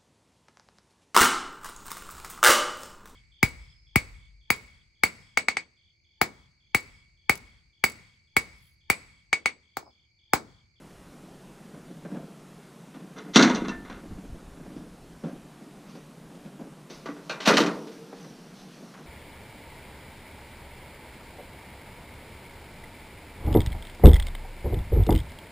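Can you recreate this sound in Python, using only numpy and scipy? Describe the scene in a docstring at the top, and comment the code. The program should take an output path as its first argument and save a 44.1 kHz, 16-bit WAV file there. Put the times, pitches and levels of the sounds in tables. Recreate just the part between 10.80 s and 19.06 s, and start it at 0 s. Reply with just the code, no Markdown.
"""Far traffic and light wind, then weight shifting and dull knocks in the cab of a parked pickup.
The release is pulled: the hood bangs up and bounces. Later the safety catch clanks free, a jacket
rustles and the hood panel hums as it swings up. Metal is noise bursts through panel resonances, with
thin sine rings and a walled yard's echo; cloth, hum, traffic and wind are coloured, patchy noise."""
import sys
import numpy as np
from scipy import signal
from scipy.io import wavfile
from scipy.ndimage import uniform_filter1d

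SR = 44100
rng = np.random.default_rng(int(sys.argv[2]) if len(sys.argv) > 2 else 0)


def transcribe(signal):
    """Save signal, clipped to [-1, 1], as a 16-bit WAV file at the path in sys.argv[1]."""
    frames = np.atleast_2d(signal).T
    limited = np.clip(frames, -1, 1)
    pcm = np.round(limited * 32767).astype(np.int16)
    wavfile.write(sys.argv[1], SR, pcm)


def linear_from_db(decibels):
    """Turn decibels (scalar or array-like) into linear amplitude factors; 0 gives 1."""
    return 10 ** (np.asarray(decibels, float) / 20)


N = 364266


def read(points, hz):
    """Value of a table on a log-frequency axis."""
    f, value = np.transpose(points)
    return np.interp(np.log(hz + 1), np.log(f + 1), value)


def evened(x):
    """Scales to rms 1."""
    return x / np.sqrt(np.mean(x ** 2) + 1e-20)


# where bass gives way to middle, treble and top: [f/Hz]
BAND_EDGES_HZ = (500, 2500, 7500)


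def body(colour, modes):
    """A panel's causal responses in bass, middle, treble and top: resonances raised above a colour."""
    hz = np.fft.rfftfreq(32768, 1 / SR)
    peaks = sum(linear_from_db(db) ** 2 / (1 + (2 * (hz - f) / width) ** 2) for f, width, db in modes)
    gain = linear_from_db(read(colour, hz)) * np.sqrt(1 + peaks)
    lowpasses = [1 / (1 + (hz / edge) ** 4) for edge in BAND_EDGES_HZ]
    under = np.array([0 * hz] + lowpasses + [1 + 0 * hz])
    band_power = np.diff(under, axis=0)
    logs = np.log(gain * np.sqrt(band_power) + 1e-5)
    # minimum phase, so that the response never runs ahead of what drives it
    circle = np.concatenate([logs, logs[:, -2:0:-1]], 1)
    taps = np.fft.ifft(np.exp(np.conj(signal.hilbert(circle)))).real[:, :16384]
    norms = np.linalg.norm(taps, axis=1, keepdims=True)
    return taps / norms[[0, 1, 2, 2]]  # the top keeps its level against the treble


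# decay time in bass, middle, treble and top, as a multiple of the blow's t60: [factor]
RING_FACTOR = (1.21, 1.144, 0.7, 0.77)
# first contact over the chatter in bass, middle, treble and top, before strike_db: [level/dB]
STRIKE_DB = (27.8, 17.6, 8.3, 3.3)


def struck(blows, taps, rise_s, chatter_db, crest_db, harder, linger, strike_db):
    """Blows are a strike and a chatter of contacts that swells, lingers and dies; hard ones reach higher."""
    shake, strikes = np.zeros((2, 4, N))
    flutter = evened(uniform_filter1d(rng.standard_normal((4, N)), 90))
    t = np.arange(SR) / SR
    swell = np.clip((t + 1 / SR) / max(rise_s, 1e-4), 0, 1) ** 2
    for s, db, bass_db, treble_db, t60 in blows:
        start = round(s * SR)
        top_db = treble_db + harder * (db + 2.0)
        for band, rel_db in enumerate((bass_db, 0, treble_db, top_db)):
            level_db = db + rel_db + crest_db
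            strikes[band, start + round(rise_s * SR)] += linear_from_db(level_db + STRIKE_DB[band] + strike_db)
            age = np.maximum(t - rise_s, 0) / max(t60 * RING_FACTOR[band], .01)
            envelope = swell * linear_from_db(level_db - 60 * age ** linger)
            shake[band, start:start + SR] += (envelope ** 2)[:N - start]
    chatter = np.sqrt(shake) * linear_from_db(chatter_db * flutter) * rng.standard_normal(N)
    return signal.oaconvolve(chatter + strikes, taps, axes=1)[:, :N].sum(0)


# hood blows, before crest_db and RING_FACTOR:
# [t/s, middle level/dB, bass level/dB and treble level/dB against the middle, t60/s]
HOOD_BLOWS = [(2.141, -43.5, 0, -12, 0.14), (2.361, -41, -21, -11, 0.39), (2.379, -35.5, -9, -5, 0.1),
              (2.557, -7, 1.5, 1, .14), (2.591, -11, 1.5, -6.5, .35), (2.622, -16, 2, 4, 0.13),
              (2.695, -20, -3.5, -9, 0.1), (2.745, -25, 0.5, -1.5, 0.15), (2.816, -41.5, 18, -12, 0.24),
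              (2.845, -31, 0.5, -17, .11), (2.880, -28.5, 2, -5.5, .17), (3.048, -42, -4, -19, .24),
              (3.096, -34.5, -2.5, -15, 0.23)]
# a brief treble swell just ahead of the bang: [columns as HOOD_BLOWS]
TREBLE_SWELL = [(2.530, -28.5, -11, 10, .1)]
# overall colour of the hood: [f/Hz, level/dB]
HOOD_COLOUR = [(76, -28), (130, -10), (170, -8.5), (220, -0.5), (600, -11), (780, -14.5), (1430, -12.5),
               (2340, -20.5), (3920, -21.5), (5100, -25.5), (6000, -21.5), (8500, -44), (11500, -58.5),
               (13300, -59), (15000, -65)]
# hood resonances: [f/Hz, width/Hz, level/dB above the colour]
HOOD_MODES = [(191, 26, 4.7), (224.5, 11, 4.7), (261, 20, 9.6), (335.4, 30, 7.3), (426, 44, 9.1),
              (501, 18, 5.6), (692, 28, 3.53), (946, 37, 2.8), (1120, 19, 2.9), (1243, 23, 2),
              (1405, 30, 5.6), (1467, 28, 4.5), (2096, 95, 8), (2760, 41, 3.8), (3180, 22, 2.6),
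              (3520, 85, 9.9), (3620, 72, 4), (4005, 110, 9), (4410, 73, 4.6), (5720, 50, 5),
              (5780, 47, 4.3), (6100, 80, 5.2), (6600, 54, 4.4)]


def hood():
    """Sheet metal: the hood bangs up and bounces; the treble swells briefly just ahead of the bang."""
    panel = body(HOOD_COLOUR, HOOD_MODES)
    bangs = struck(HOOD_BLOWS, panel, rise_s=.003, chatter_db=2.43, crest_db=-4.0,
                   harder=0.12, linger=1.246, strike_db=-1.5)
    treble_swell = struck(TREBLE_SWELL, panel, rise_s=.027, chatter_db=2.2, crest_db=-3.5,
                          harder=0.1, linger=1.21, strike_db=-17)
    return bangs + treble_swell


# safety catch worked until it clanks free: [columns as HOOD_BLOWS]
CATCH_BLOWS = [(6.098, -39, 3.5, -3, .29), (6.256, -26.5, 0.5, -9.5, .16), (6.286, -33, 6, -11, 0.1),
               (6.494, -24, -7, -1.5, 0.25), (6.601, -30, -2.5, 0.8, 0.5), (6.672, -4, -3, -3, .22),
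               (6.701, -10, 5.5, -18, 0.093), (6.735, -20, 8.5, 0.5, 0.34), (6.768, -7.5, -9, -0.5, .17),
               (6.802, -14.5, 5, -1, .17), (6.836, -29, 6, -9, .15), (6.860, -18, -0.5, -5, .15),
               (6.895, -42, 16, -10, 0.072), (6.977, -47.5, 11, -2, 0.16), (7.070, -41, 4, -0.5, 0.19),
               (7.327, -40.5, 11.5, -29, 0.044), (7.443, -37.5, 4.5, -8, .05),
               (8.137, -36.5, -8, -11, 0.11), (8.175, -42.5, -1.5, -7, .19)]
# the hook drags along the loop: [columns as HOOD_BLOWS]
CATCH_SLIDES = [(6.350, -41.5, 4, -10, 0.23), (6.646, -17, -7, 2.5, 0.19)]
# overall colour of the catch: [f/Hz, level/dB]
CATCH_COLOUR = [(76, -45), (130, -8.5), (200, -5.5), (454, 3), (600, 1), (777, -5), (1380, -5), (2270, -10),
                (3810, -16.5), (5030, -21), (5900, -20), (7630, -31), (10500, -41), (12800, -45),
                (15000, -51)]
# catch resonances: [f/Hz, width/Hz, level/dB above the colour]
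CATCH_MODES = [(188, 26, 5.3), (224, 21, 4.8), (290, 27, 7.6), (391.5, 11, 6.1), (443.4, 2.2, 6.6),
               (460, 27, 2.9), (640, 59, 2.4), (750, 18, 2.8), (924, 82, 1.8), (1090, 27, 5.2),
               (1200, 75, 4.3), (1450, 52, 4.4), (1606, 55, 2.1), (1980, 100, 2.5), (2480, 61, 3.1),
               (3030, 29, 2.2), (3580, 39, 3.5), (3860, 76, 5.6), (4350, 90, 4.5), (5020, 46, 3.9),
               (5840, 43, 5.2), (12600, 240, 4.2)]


def catch():
    """Hook and loop: sharp clanks, and drags with a slower rise and a weaker first contact."""
    metal = body(CATCH_COLOUR, CATCH_MODES)
    clanks = struck(CATCH_BLOWS, metal, rise_s=0.00249, chatter_db=1.62, crest_db=-7,
                    harder=0.34, linger=1.254, strike_db=-5)
    drags = struck(CATCH_SLIDES, metal, rise_s=0.017, chatter_db=1.5, crest_db=-6,
                   harder=0.17, linger=1.2, strike_db=-15)
    return clanks + drags


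# small parts left ringing: [t/s, f/Hz, level/dB, t60/s]
RINGS = [(2.891, 2702, -29.5, 0.079), (2.905, 1775, -39.5, 0.39), (2.884, 1300, -53, 0.13),
         (6.499, 4300, -34.5, 0.1), (6.495, 2619, -35, 0.15), (6.495, 2393, -38.5, 0.29),
         (6.495, 1396, -37, 0.25), (6.495, 1547, -32.5, 0.16), (6.497, 2800, -39, 0.17),
         (7.327, 790, -40, 0.078), (6.5, 340, -39, 0.17), (6.9, 1110, -48, 0.27), (6.26, 1150, -38.5, 0.2),
         (6.257, 4600, -53, .15), (1.25, 1590, -42.5, 0.076)]


def rings():
    """Thin dying tones of a spring and of loose brackets."""
    t, out = np.arange(N) / SR, np.zeros(N)
    for s, hz, db, t60 in RINGS:
        age = np.maximum(t - s, 0)
        onset = 1 - np.exp(-age / 0.0016)
        out += linear_from_db(db - 60 * age / t60) * onset * np.sin(2 * np.pi * hz * age)
    return out


# overall colour of the cab: [f/Hz, level/dB]
CAB_COLOUR = [(76, -46.5), (130, -18), (176, -2), (319, -3), (626, -17), (771, -18), (835, -22),
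              (2120, -37), (6000, -42), (7800, -86), (13200, -120)]
# cab resonances: [f/Hz, width/Hz, level/dB above the colour]
CAB_MODES = [(156.6, 18, 6.8), (195.3, 15, 4.6), (240.4, 9, 4.7), (293, 28, 3), (460, 60, 5.1),
             (562, 50, 7.5), (676, 25, 7.4), (1417, 85, 3.2), (1584, 57, 8.3), (2460, 300, 2.9),
             (3420, 250, 1.6)]


def cab_body():
    """The cab's dull response, which colours both knocks and shifting weight."""
    return body(CAB_COLOUR, CAB_MODES)


# dull knocks in the cab: [columns as HOOD_BLOWS]
CAB_KNOCKS = [(0.937, -38, -6, -26, 0.14), (1.099, -46.5, 11.5, -19, 0.14), (1.247, -30.5, -1.5, -32, .11),
              (1.342, -32, -3, -28, 0.22), (3.96, -40.5, 9, -12, 0.28), (4.434, -31, 6, -22, 0.25),
              (4.49, -40, -3, -19, .15), (4.55, -53, 6.5, -9, .14), (4.813, -52.5, 13, -10, 0.16),
              (5.148, -34.5, -5, -31, 0.1), (5.548, -40.5, 5.5, -14, .099), (5.646, -43, -3, -9.5, 0.16),
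              (5.808, -35.5, 2.5, -20, .074)]


def cab_knocks(cab):
    """Dull blows, weak in treble, through the cab's resonances."""
    return struck(CAB_KNOCKS, cab, rise_s=0.00408, chatter_db=1.4, crest_db=-6,
                  harder=.1, linger=1.16, strike_db=-0.3)


# yard decay: [f/Hz, t60/s]
YARD = [(150, 0.91), (600, 0.81), (2500, 0.39), (6000, 0.33), (9500, 0.81), (14000, 0.23)]


def yard(x):
    """Walls and fences: sparse taps of random sign, each band dying at its own speed."""
    taps = np.zeros(SR)
    at = np.arange(400, SR - 20, 20)
    taps[at + rng.integers(0, 20, len(at))] = rng.choice([-1., 1.], len(at))
    hz, t, z = signal.stft(taps, SR, nperseg=256)
    decay = linear_from_db(-60 * t / read(YARD, hz)[:, None])
    tail = signal.istft(z * decay, SR, nperseg=256)[1]
    return signal.fftconvolve(x, tail / np.linalg.norm(tail))[:N]


def swells(rows, floor_db):
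    """Gain of sounds that climb to a peak and die away, summed in power over a steady floor."""
    t, power = np.arange(N) / SR, linear_from_db(floor_db) ** 2
    for s, db, rise, t60 in rows:
        climb = 25 * (s - t) / max(rise, .002)  # 25 dB up within the rise time
        fall = 60 * (t - s) / max(t60, .02)
        power = power + linear_from_db(db - np.maximum(climb, fall)) ** 2
    return np.sqrt(power)


def noise(colour, patchy_db):
    """Coloured noise from random short-time spectra with drifting patches, at rms 1."""
    hz = np.fft.rfftfreq(2048, 1 / SR)
    shape = len(hz), N // 512 + 5
    real, imaginary = rng.standard_normal((2, *shape))
    across_hz = uniform_filter1d(rng.standard_normal(shape), 16, 0)
    patches = evened(uniform_filter1d(across_hz, 6, 1))
    z = (real + 1j * imaginary) * linear_from_db(read(colour, hz)[:, None] + patchy_db * patches)
    return evened(signal.istft(z, nperseg=2048, noverlap=1536)[1][:N])


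# weight moving on seat, floor and ground: [peak t/s, level/dB, rise/s, t60/s]
SHIFTING = [(.33, -53, .03, 1.4), (.94, -49, 0.074, 3), (1.26, -45, .04, 0.33), (1.34, -40.5, 0.13, .8),
            (2.15, -44.5, 0.089, 1.7), (2.5, -42.5, 0.34, 0.56), (3.17, -43, 0.043, 3),
            (3.78, -41.5, .06, 1.5), (4.44, -34, 0.016, 0.5), (4.81, -53, .02, 3.7),
            (5.18, -44.5, 0.24, 0.091), (5.6, -45, 0.25, .1), (5.66, -43, .05, .5),
            (5.81, -39.5, 0.055, 0.54), (7.24, -47, .15, 4.5), (7.89, -52, .25, 0.35),
            (8.035, -46, .02, 0.23), (8.17, -45.5, 0.045, .9)]


def shifting_weight(cab):
    """Creaky noise through the cab's bass and middle, over small movements that never stop."""
    creak_db = 3.3 * evened(uniform_filter1d(rng.standard_normal(N), 700))
    creaks = linear_from_db(creak_db) * rng.standard_normal(N)
    dull = evened(signal.oaconvolve(creaks, cab[0] + 0.46 * cab[1])[:N])
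    return swells(SHIFTING, floor_db=-58) * dull


# swing of the hood panel: [peak t/s, level/dB, rise/s, t60/s]
HUM = [(6.95, -48.5, .03, 2.9)]
# hum colour: [f/Hz, level/dB per Hz]
HUM_COLOUR = [(400, -55), (445, -7), (460, 0), (478, -2), (530, -48)]


def hood_hum():
    """The hood panel hums in a narrow band as it swings up."""
    return swells(HUM, -np.inf) * noise(HUM_COLOUR, 1.6)


# jacket movements: [peak t/s, level/dB, rise/s, t60/s]
RUSTLE = [(5.104, -58, .08, .4), (5.162, -57, .05, .25), (6.104, -47.5, .015, 0.76), (6.26, -60, .04, .6),
          (6.47, -56.5, 0.24, 0.37), (6.91, -51, .02, 1.1), (7.12, -54.5, .015, .6),
          (7.414, -55.5, 0.96, 2.7), (7.8, -54.5, 0.23, 1.1), (7.914, -57, .06, 6)]
# cloth colour: [f/Hz, level/dB per Hz]
RUSTLE_COLOUR = [(900, -1.5), (2000, -6), (3500, -4.5), (6000, -3.5), (7500, -21), (11000, -25)]


def jacket():
    """Cloth rubbing: patchy noise that swells with each movement."""
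    return swells(RUSTLE, -np.inf) * noise(RUSTLE_COLOUR, 2.5)


# far traffic colour: [f/Hz, level/dB per Hz]
TRAFFIC_COLOUR = [(53, -58), (90, -14), (112, -30), (130, -1), (158, 0), (253, -10), (328, -13), (398, -11),
                  (494, -15.5), (640, -17), (1420, -22.5), (1550, -24.5), (5290, -33), (9890, -34.5),
                  (15600, -46.5)]


def far_traffic():
    """A steady bed of bass-heavy, slightly patchy noise."""
    return linear_from_db(-49.5) * noise(TRAFFIC_COLOUR, 1.15)


# gusts at the microphone, before the lumps: [peak t/s, level/dB, rise/s, t60/s]
WIND = [(.11, -56.5, .3, 5.4), (2.85, -46.5, 0.32, 5.3), (3.3, -45, 0.56, 2), (4.1, -55.5, .9, 2),
        (5.6, -68, 1.5, 4), (7.84, -68, 0.53, 2.2)]
# wind colour: [f/Hz, level/dB per Hz]
WIND_COLOUR = [(5.9, -36), (10, -5), (48, 2.5), (59, -5), (86, -6), (110, -6.5), (140, -49), (240, -120)]


def wind():
    """Low rumble of gusts over a calm floor, made lumpy by a slow random level."""
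    span = round(.07 * SR)
    drift = uniform_filter1d(uniform_filter1d(rng.standard_normal(N), span), span)
    lumps = linear_from_db(2.2 * evened(drift))
    return swells(WIND, floor_db=-71.5) * lumps * noise(WIND_COLOUR, 1.8)


# how far the channels part, before the lean: [f/Hz, side level/dB against mid]
SIDE_DB = [(3000, -49.5), (9000, -15), (11500, -33), (11900, 0.5), (15000, -2)]


def spread(mid, lean):
    """Channels alike but for the topmost treble, which is unrelated between them and favours the right."""
    hz, _, z = signal.stft(mid, SR, nperseg=256)
    scatter = np.exp(2j * np.pi * rng.random(z.shape))
    side_z = z * linear_from_db(read(SIDE_DB, hz))[:, None] * (scatter - lean)
    side = signal.istft(side_z, SR, nperseg=256)[1][:N]
    return np.array([mid + side, mid - side])


def scene():
    """Metal, cab and cloth over traffic; the wind is felt at the microphone itself."""
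    cab = cab_body()
    metal = hood() + catch() + cab_knocks(cab) + rings()
    echo = linear_from_db(-13.5) * yard(metal)
    sources = metal + echo + shifting_weight(cab) + hood_hum() + jacket() + far_traffic()
    # steep bass cut of the microphone, which the wind escapes
    bass_cut = signal.cheby2(8, 45, 108, "high", fs=SR, output="sos")
    return spread(signal.sosfilt(bass_cut, sources) + wind(), lean=0.2)


def low_pass(x):
    """Removes everything above the highest recorded frequency."""
    return signal.sosfilt(signal.butter(12, 15710, fs=SR, output="sos"), x)


def record(dry):
    """Soft overload rounds the loudest peaks, then the band is limited to about 15 kHz."""
    overloaded = np.tanh(dry / 1.587) * 1.61
    band_limit = signal.firwin(511, 15300, window=("kaiser", 9), fs=SR)[None]
    return low_pass(signal.oaconvolve(overloaded, band_limit, "same"))


dry = scene()
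out = record(dry)
transcribe(out)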